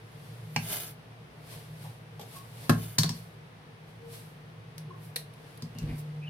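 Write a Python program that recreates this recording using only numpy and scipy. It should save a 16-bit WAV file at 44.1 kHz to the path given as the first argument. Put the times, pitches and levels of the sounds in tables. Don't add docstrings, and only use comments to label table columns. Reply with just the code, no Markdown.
import sys
import numpy as np
from scipy import signal
from scipy.fft import rfft, irfft, next_fast_len
from scipy.io import wavfile

SR = 44100
rng = np.random.default_rng(int(sys.argv[2]) if len(sys.argv) > 2 else 0)


def master(y):
    cut = np.clip(np.atleast_2d(y).T, -1, 1)
    pcm = np.round(cut * 32767)
    wavfile.write(sys.argv[1], SR, pcm.astype(np.int16))


N = 277389
TIME = np.arange(N) / SR


def from_db(db):
    return 10 ** (np.asarray(db) / 20)


def rms_one(x):
    return x / np.sqrt(np.mean(x ** 2) + 1e-20)


def at_hz(points, hz):
    points = np.array(points)
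    return np.interp(np.log(np.maximum(hz, 1)), np.log(points[:, 0]), points[:, 1])


def sides(balance_db):
    return from_db(np.array([[.5], [-.5]]) * balance_db)


def add(out, s, sound):
    at = round(s * SR)
    out[..., at:at + sound.shape[-1]] += sound[..., :N - at]


def colour(pair, spectrum, likeness, tilt_db=0):
    length = pair.shape[-1]
    size = next_fast_len(length + 4096) * 2
    hz = np.fft.rfftfreq(size, 1 / SR)
    tilt = tilt_db * np.log2(np.maximum(hz, 1000))
    gain = rms_one(from_db(at_hz(spectrum, hz) + tilt))
    cepstrum = irfft(np.log(gain + 1e-9))
    cepstrum[1:size // 2] *= 2
    cepstrum[size // 2 + 1:] = 0
    mid, side = rfft(pair, size) * np.exp(rfft(cepstrum))
    alike = np.clip(at_hz(likeness, hz), -1, 1)
    common = np.sqrt((1 + alike) / 2) * mid
    opposed = np.sqrt((1 - alike) / 2) * side * [[1], [-1]]
    return irfft(common + opposed)[:, :length]


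def resonate(x, hz, width):
    r = np.exp(-np.pi * width / SR)
    zeros = np.array([1, 0, -1]) * (1 - r * r) / 2
    poles = [1, -2 * r * np.cos(2 * np.pi * hz / SR), r * r]
    return signal.lfilter(zeros, poles, x)


def waver(width):
    hz = np.fft.fftfreq(N // 20, 20 / SR)
    noise = rng.standard_normal(len(hz)) + 1j * rng.standard_normal(len(hz))
    slow = np.fft.ifft(noise / (1 + (hz / width * 1.3) ** 2))
    return np.interp(np.arange(N) / 20, np.arange(len(hz)), slow / np.std(slow))


def grains(per_s, spread_db):
    sizes = from_db(spread_db * np.minimum(rng.exponential(1, (2, N)), 4))
    signs = rng.choice([-1, 1], (2, N))
    slipping = rng.random((2, N)) < per_s / SR
    return rms_one(sizes * signs * slipping)


def stroke(peak_s, db, rise_s, fall_s):
    away = np.maximum((peak_s - TIME) / rise_s, (TIME - peak_s) / fall_s)
    return from_db(db - 20 * np.minimum(away, 10))


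def release(end_s, db_per_s):
    return from_db(-db_per_s * np.clip(TIME - end_s, 0, 1))


# (frequency [Hz], relative level [dB])
AIR_SPECTRUM = [(110, -31.5), (190, -9), (260, -22), (344, -11.5), (384, -13), (454, -8), (557, -14),
                (634, -12), (1460, -17.5), (1930, -18), (3500, -24), (5990, -33), (7070, -40.5),
                (9880, -35), (16000, -47)]
# (frequency [Hz], relative level [dB])
RUMBLE_SPECTRUM = [(20, -18), (48, 3.5), (78, 4), (105, -2), (180, 4), (260, 4), (500, -29)]
# (frequency [Hz], correlation [-1 to 1])
AIR_LIKENESS = [(60, 0.76), (130, 0.88), (290, 0.52), (640, 0.36), (1400, -0.27), (3100, 0.02),
                (15000, -0.041)]
# (frequency [Hz], bandwidth [Hz], level before the swell [dB])
STANDING_WAVES = [(62.2, 10, -74), (114, 7.4, -51.5), (152.9, 13.8, -50), (460, 33, -67.5)]
# (time [s], gain [dB])
SWELL = [(0, -2.3), (0.45, 3.5), (1.1, -2.4), (1.8, 1.3), (2.3, 1.1), (3.6, -3.5), (4.2, -0.4), (4.9, 2),
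         (5.3, -2.7)]


def room_tone():
    hiss = from_db(-54.5) * colour(rng.standard_normal((2, N)), AIR_SPECTRUM, AIR_LIKENESS)
    rumble_shape = RUMBLE_SPECTRUM + [(2000, -74)]
    rumble = from_db(-61) * colour(rng.standard_normal((2, N)), rumble_shape, AIR_LIKENESS)
    drone = 0
    for hz, width, db in STANDING_WAVES:
        wave = np.real(waver(width) * np.exp(2j * np.pi * hz * TIME))
        drone = drone + from_db(db) * np.sqrt(2) * wave
    swell = from_db(np.interp(TIME, *np.transpose(SWELL)))
    return hiss + rumble + drone * swell


# (fastest moment [s], relative level [dB], rise [s], fall [s], treble tilt [dB per octave])
BRUSHES = [(0.27, -62, 0.46, 1, 0), (1.53, -52, 0.13, 0.21, 0.3), (1.84, -56.5, 0.15, 0.21, 0.5),
           (2.37, -53, 0.16, 0.083, 2), (2.65, -53, 0.27, 0.13, 0.75), (3.16, -55.5, 0.12, 0.19, 1.7),
           (3.89, -68.5, 0.067, 0.16, 0), (4.14, -52.5, 0.078, 0.2, 2), (5.05, -61.5, 0.093, 0.12, 5.5),
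           (5.5, -63.5, 0.38, 0.4, -1), (5.9, -57, 0.3, 0.46, -3.1), (5.995, -55, 0.055, 0.041, 5)]
# (frequency [Hz], relative level [dB])
BRUSH_COLOUR = [(710, 8), (1200, 4.5), (1290, -7), (1560, 6), (1700, 4), (4650, 3), (6720, -5), (9930, 2),
                (13600, -2.5), (16000, -14)]


def brush(fibres_per_s, spread_db):
    out = np.zeros((2, N))
    fibres = grains(fibres_per_s, spread_db)
    for s, db, rise_s, fall_s, tilt_db in BRUSHES:
        heard = (TIME > s - 2 * rise_s) & (TIME < s + 2 * fall_s)
        rub = colour(fibres[:, heard], BRUSH_COLOUR, AIR_LIKENESS, tilt_db)
        out[:, heard] += stroke(s, db, rise_s, fall_s)[heard] * rub
    return out


# (frequency [Hz], correlation [-1 to 1])
NEAR_LIKENESS = [(100, 0.98), (400, 0.81), (1000, 0.34), (2500, 0.17), (5000, -0.34), (9000, -0.0092),
                 (15000, -0.0078)]
# (frequency [Hz], relative level [dB], 60 dB decay time [s])
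COUNTER_MODES = [(53, -27, 0.62), (110.6, -4, 0.47), (150.7, 2.5, 0.31), (169.2, -2, 0.52),
                 (229.2, -1.5, 0.26), (260.3, -10.5, 0.27), (333.5, -17, 0.15), (370, -13.5, 0.1),
                 (452.5, -17, 0.26)]


def blows(rows, crack_colour, modes, crack_t60, scatter_db, scatter_t60, spot_db):
    out, thumps = np.zeros((2, N)), np.zeros(N)
    t = np.arange(SR * 3 // 4) / SR

    def fade(t60):
        return from_db(-60 * t / t60)

    boom = 0
    for k, (hz, db, t60) in enumerate(COUNTER_MODES):
        boom = boom + (-1) ** k * from_db(db) * fade(t60) * np.sin(2 * np.pi * hz * t)
    for s, crack_db, ring_db, thump_db, soft_hz, tilt_db, spot_hz, pan_db in rows:
        decay = fade(crack_t60) + from_db(scatter_db) * fade(scatter_t60)
        burst = rng.standard_normal((2, len(t))) * decay
        burst = burst + from_db(spot_db) * resonate(burst, spot_hz, spot_hz * 0.14)
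        sound = from_db(crack_db) * colour(burst, crack_colour, NEAR_LIKENESS, tilt_db)
        for hz, db, t60 in modes:
            angle = np.arccos(np.clip(at_hz(NEAR_LIKENESS, hz), -1, 1))
            apart = angle * np.array([[.5], [-.5]]) * rng.choice([-1, 1])
            gain = from_db(ring_db + db + rng.normal(0, 1))
            sound += gain * fade(t60) * np.sin(2 * np.pi * (hz * t + rng.random()) + apart)
        add(out, s, sound * sides(pan_db))
        softness = signal.butter(1, soft_hz, fs=SR, output="sos")
        add(thumps, s, from_db(thump_db) * signal.sosfilt(softness, boom))
    return out + thumps


# (time [s], crack [relative dB], ring [relative dB], thump [relative dB], thump softness corner [Hz],
# treble tilt [dB per octave], pitch of the touching spot [Hz], left-right balance [dB])
EDGE_HITS = [(0.5621, -20, -35.5, -31, 400, -3, 2600, -7), (0.5640, -25, -31.5, -47, 400, -0.5, 5060, 3)]
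# (frequency [Hz], relative level per Hz [dB])
EDGE_CRACK = [(200, -14), (400, -16), (850, -0.5), (1350, -13.5), (2300, -5.5), (2900, -5.5), (3400, -18),
              (4500, -8), (7200, -14.5), (13500, -21), (16000, -33)]
# (frequency [Hz], relative level [dB], 60 dB decay time [s])
EDGE_MODES = [(830, -10, 0.093), (1618, -6, 0.061), (2120, -14, .08), (2325, 2, 0.071), (2275, -8, 0.068),
              (2720, -11, 0.21), (2860, -3, 0.072), (4330, -9, 0.08)]


def edge_hits():
    return blows(EDGE_HITS, EDGE_CRACK, EDGE_MODES,
                 crack_t60=0.01, scatter_db=-15.5, scatter_t60=0.089, spot_db=-3)


# (frequency [Hz], 60 dB decay time [s])
ROOM_T60 = [(200, 0.41), (1000, 0.24), (4000, 0.22), (14000, 0.21)]


def kitchen(x, wet_db, build_s):
    t = np.arange(SR // 2) / SR
    edges = np.geomspace(300, 18000, 9)
    tail = 0
    for low, high in zip(edges, edges[1:]):
        band_filter = signal.butter(2, [low, high], "band", fs=SR, output="sos")
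        band = signal.sosfilt(band_filter, rng.standard_normal((2, len(t))))
        tail = tail + band * from_db(-60 * t / at_hz(ROOM_T60, np.sqrt(low * high)))
    build_up = 1 - np.exp(-(t / build_s) ** 2)
    tail = rms_one(tail * build_up) / np.sqrt(len(t))
    return x + from_db(wet_db) * signal.fftconvolve(x, tail, axes=-1)[:, :N]


# (fastest moment [s], relative level [dB], rise [s], fall [s], blade lifts off [s])
SCRAPES = [(0.724, -36, 0.14, 0.25, 0.902), (2.83, -48, 0.18, 0.288, 2.95)]
# (frequency [Hz], relative level [dB])
SCRAPE_COLOUR = [(200, -8), (450, -5), (700, -7.5), (1300, -13.5), (2600, -9), (4700, -10.5), (8000, -16),
                 (10700, -6), (14800, -12.5), (16000, -18)]
# (frequency [Hz], bandwidth [Hz], relative level [dB])
SCRAPE_MODES = [(2830, 79, -7), (4520, 57, 6), (6030, 90, -13), (9400, 88, -7), (10140, 80, -4),
                (10720, 52, -12), (12600, 49, 4), (12930, 300, 9), (14720, 100, 16), (14800, 120, -2)]


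def scrape(slips_per_s, spread_db, ring_db, judder_db, steel_t60, shift_hz):
    judder = from_db(judder_db * np.real(waver(45)))
    slips = grains(slips_per_s, spread_db) * judder
    t = np.arange(SR // 10) / SR
    steel = rng.standard_normal((2, len(t))) * from_db(-60 * t / steel_t60)
    steel = rms_one(steel) / np.sqrt(len(t))
    slips = 1.2 * slips + signal.fftconvolve(slips, steel, axes=-1)[:, :N]
    sung = 0
    for hz, width, db in SCRAPE_MODES:
        sung = sung + from_db(db) * resonate(slips, hz, width) * np.real(waver(shift_hz))
    pressure = 0
    for s, db, rise_s, fall_s, lift_s in SCRAPES:
        lift_off = release(lift_s, db_per_s=297)
        pressure = pressure + stroke(s, db, rise_s, fall_s) * lift_off
    rubbing = slips + from_db(ring_db) * sung
    return pressure * rms_one(colour(rubbing, SCRAPE_COLOUR, NEAR_LIKENESS))


# (time [s], length [s], start pitch [Hz], end pitch [Hz], bandwidth [Hz], relative level [dB])
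SQUEAKS = [(1.837, 0.048, 808, 814, 160, -50.5), (2.338, 0.076, 1116, 1112, 37, -53),
           (3.979, 0.21, 463.6, 462, 5, -52.5), (4.87, 0.07, 400, 350, 60, -53.5),
           (4.903, 0.019, 1093, 1030, 12, -44.5), (5.746, 0.089, 2970, 2540, 160, -56.5),
           (5.865, 0.078, 2286, 2150, 780, -54.5), (6.215, 0.056, 2450, 2690, 210, -50.5),
           (6.26, 0.051, 3030, 2590, 120, -48)]


def squeaks():
    out = np.zeros((2, N))
    for s, length, start_hz, end_hz, width, db in SQUEAKS:
        count = int(length * SR)
        phase = 2 * np.pi * np.cumsum(np.linspace(start_hz, end_hz, count)) / SR
        tone = np.exp(1j * phase) * waver(width)[:count]
        pair = np.real(tone * np.exp(1j * np.array([[.5], [-.5]])))
        add(out, s, from_db(db) * rms_one(pair) * np.sqrt(np.hanning(count)))
    return out


# (time [s], crack, ring, thump [relative dB], corner [Hz], tilt [dB per octave], spot [Hz], balance [dB])
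PAN_TOUCHES = [(2.1950, -48.5, -47, -51, 400, 0, 760, 0), (2.2120, -48.5, -55, -67, 400, 0.91, 770, 0)]
# (frequency [Hz], relative level per Hz [dB])
PAN_CRACK = [(240, -51), (400, 2.5), (801, -10.5), (1380, -20), (3640, -11.5), (9470, -22.5), (13500, -16),
             (16000, -47)]
# (frequency [Hz], relative level [dB], 60 dB decay time [s])
PAN_MODES = [(640, -3, 0.17), (815, 4, 0.1), (1150, -5.5, 0.13)]


def pan_touches():
    return blows(PAN_TOUCHES, PAN_CRACK, PAN_MODES,
                 crack_t60=0.025, scatter_db=-0.5, scatter_t60=0.21, spot_db=12.5)


# (time [s], crack, ring, thump [relative dB], corner [Hz], tilt [dB per octave], spot [Hz], balance [dB])
HANDLE_KNOCKS = [(2.6946, -17, -27, -16, 700, -0.52, 1330, -0.72),
                 (2.6975, -16.5, -31, -23, 900, -0.86, 614, -0.22),
                 (2.9828, -26.5, -41, -24, 132, 0.99, 1110, -0.26),
                 (3.0430, -32, -42, -31.5, 300, -0.099, 710, 0), (5.7500, -50, -63, -38, 250, -1, 500, 0),
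                 (5.8280, -45.5, -68, -29.5, 81, -0.43, 500, 0)]
# (frequency [Hz], relative level per Hz [dB])
HANDLE_CRACK = [(120, -26), (280, 2.5), (450, -10), (680, -2), (930, -15.5), (1100, -8), (1600, -6.5),
                (2300, -13.5), (4500, -14.5), (7300, -22), (10000, -17), (13000, -18.5), (16000, -38)]
# (frequency [Hz], relative level [dB], 60 dB decay time [s])
BOARD_MODES = [(241, 11.5, 0.074), (303, 3, 0.037), (329, -9.5, 0.43), (374, -18, 0.13), (441, -8.5, 0.22),
               (544, -8, 0.074), (650, -10.5, 0.082), (700, -13, 0.123), (852, -8, 0.066),
               (1044, -9, 0.096), (1114, -3.5, 0.093), (1086, 3, 0.095), (1400, -10, 0.081),
               (1420, -4.5, 0.094), (1600, -8, 0.14), (1680, -3, 0.12), (2060, -19, .1)]


def handle_knocks():
    return blows(HANDLE_KNOCKS, HANDLE_CRACK, BOARD_MODES,
                 crack_t60=0.022, scatter_db=-19.0, scatter_t60=0.17, spot_db=-5.0)


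# (time [s], crack, ring, thump [relative dB], corner [Hz], tilt [dB per octave], spot [Hz], balance [dB])
BLADE_AND_TOMATO_HITS = [(2.9848, -18.5, -27, -23.5, 201, -1, 6000, 0.89),
                         (2.9864, -19.5, -51, -62, 198, 1.5, 5330, 1.6),
                         (3.0331, -23, -38, -56, 202, -2, 4000, 0),
                         (3.0922, -29, -47, -32.5, 304, -2.5, 5370, 2.2),
                         (5.6226, -41.5, -76, -37, 910, -2, 4800, -1.6),
                         (5.7858, -41.5, -58, -43, 400, 2, 5500, -0.17)]
# (frequency [Hz], relative level per Hz [dB])
BLADE_AND_TOMATO_CRACK = [(240, -48.5), (400, -21), (1060, -1.5), (1310, -13), (1490, -9), (2710, -9),
                          (3530, -4.5), (4050, -2.5), (4380, -2), (5350, -3), (8240, -6), (12900, -9),
                          (16000, -16)]
# (frequency [Hz], relative level [dB], 60 dB decay time [s])
BLADE_MODES = [(3042, -21.5, 0.38), (3500, -11, 0.15), (4025, -23, 0.17), (4110, -22, .15),
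               (4280, -3, 0.31), (4510, 3, 0.22), (5750, -7, 0.098), (5300, -11.5, 0.23), (5800, -28, 0.32),
               (5976, -12, 0.182), (7070, -15, 0.18), (7700, -27, .2), (10000, -18, 0.22),
               (11400, -13, 0.17), (12800, -2.5, .08), (14650, -21, .15)]


def blade_and_tomato_hits():
    return blows(BLADE_AND_TOMATO_HITS, BLADE_AND_TOMATO_CRACK, BLADE_MODES,
                 crack_t60=0.013, scatter_db=-12, scatter_t60=0.15, spot_db=4.5)


# (time [s], crack, ring, thump [relative dB], corner [Hz], tilt [dB per octave], spot [Hz], balance [dB])
STALK_SNAPS = [(4.7806, -38.5, -62, -73, 300, -0.69, 5600, 1.6),
               (5.1598, -27, -44, -72, 300, -0.44, 10100, 0.15),
               (5.1625, -25.5, -40, -56, 300, -0.11, 4000, 0.16),
               (5.3374, -54.5, -88, -88, 300, 0, 10000, 0),
               (5.5748, -49.5, -54, -70, 305, -0.18, 10000, 0.12)]
# (frequency [Hz], relative level per Hz [dB])
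STALK_CRACK = [(210, -37), (350, -27), (467, -8.5), (1260, -25), (1880, -14.5), (3280, -17), (3980, -5.5),
               (4520, -13.5), (5570, -13), (6850, -23), (10200, -9.5), (16000, -23)]
# (frequency [Hz], relative level [dB], 60 dB decay time [s])
STALK_MODES = [(1880, -4.5, 0.069), (3670, -8, 0.022), (8940, -9, .08), (9700, -9, .08)]


def stalk_snaps():
    return blows(STALK_SNAPS, STALK_CRACK, STALK_MODES,
                 crack_t60=0.022, scatter_db=-18.5, scatter_t60=0.18, spot_db=-6)


# (frequency [Hz], level relative to the hum [dB])
MOTOR_OVERTONES = [(232, -30), (467, -25.5), (533, -33)]
# (frequency [Hz], relative level [dB])
SHUDDER = [(48, 1.5), (97, -6), (240, 0)]
MOTOR_ON_S = 5.815


def motor(unsteady, shudder_spread):
    def line(hz, amplitude):
        return np.sqrt(2) * np.real(np.exp(2j * np.pi * hz * TIME) * amplitude)

    hum, shudder = 0, 0
    for hz, db in [(150.7, 0)] + MOTOR_OVERTONES:
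        hum = hum + from_db(db) * line(hz, 1 + unsteady * waver(31))
    for hz, db in SHUDDER:
        shudder = shudder + from_db(db) * line(hz, 1 + 1.7 * waver(shudder_spread * hz))
    running_s = np.maximum(TIME - MOTOR_ON_S, 0)
    hum_gain = from_db(-39.5 + 5.5 * np.exp(-running_s / 0.1))
    shudder_gain = from_db(-51) * release(MOTOR_ON_S + 0.13, db_per_s=450)
    attack = np.minimum(running_s / 0.01, 1)
    return attack * (hum_gain * hum + shudder_gain * shudder)


def scene():
    hits = edge_hits() + pan_touches() + handle_knocks() + blade_and_tomato_hits() + stalk_snaps()
    rubs = from_db(5.5) * brush(fibres_per_s=11000, spread_db=2.5)
    rubs += from_db(4.0) * scrape(slips_per_s=3700, spread_db=2.6, ring_db=-4.0, judder_db=1.0,
                                  steel_t60=0.046, shift_hz=4.4)
    background = room_tone() + kitchen(squeaks(), wet_db=-6.5, build_s=0.028)
    background += motor(unsteady=0.15, shudder_spread=0.36)
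    return kitchen(hits, wet_db=-9.0, build_s=0.0041) + rubs + background


# (frequency [Hz], left-right balance [dB])
MIC_BALANCE = [(100, -1.6), (350, 4), (1000, -0.3), (2500, 1.1), (5000, 1.5), (9000, 1.5), (14000, -3.5)]


def record(dry):
    size = next_fast_len(N + 4096) * 2
    balance = sides(at_hz(MIC_BALANCE, np.fft.rfftfreq(size, 1 / SR)))
    heard = irfft(rfft(dry, size) * balance)[:, :N]
    bass_cut = signal.butter(2, 24, "high", fs=SR, output="sos")
    top_cut = signal.ellip(10, .2, 80, 15900, fs=SR, output="sos")
    heard = signal.sosfilt(top_cut, signal.sosfilt(bass_cut, heard))
    return np.clip(heard, -1, 1)


dry = scene()
out = record(dry)
master(out)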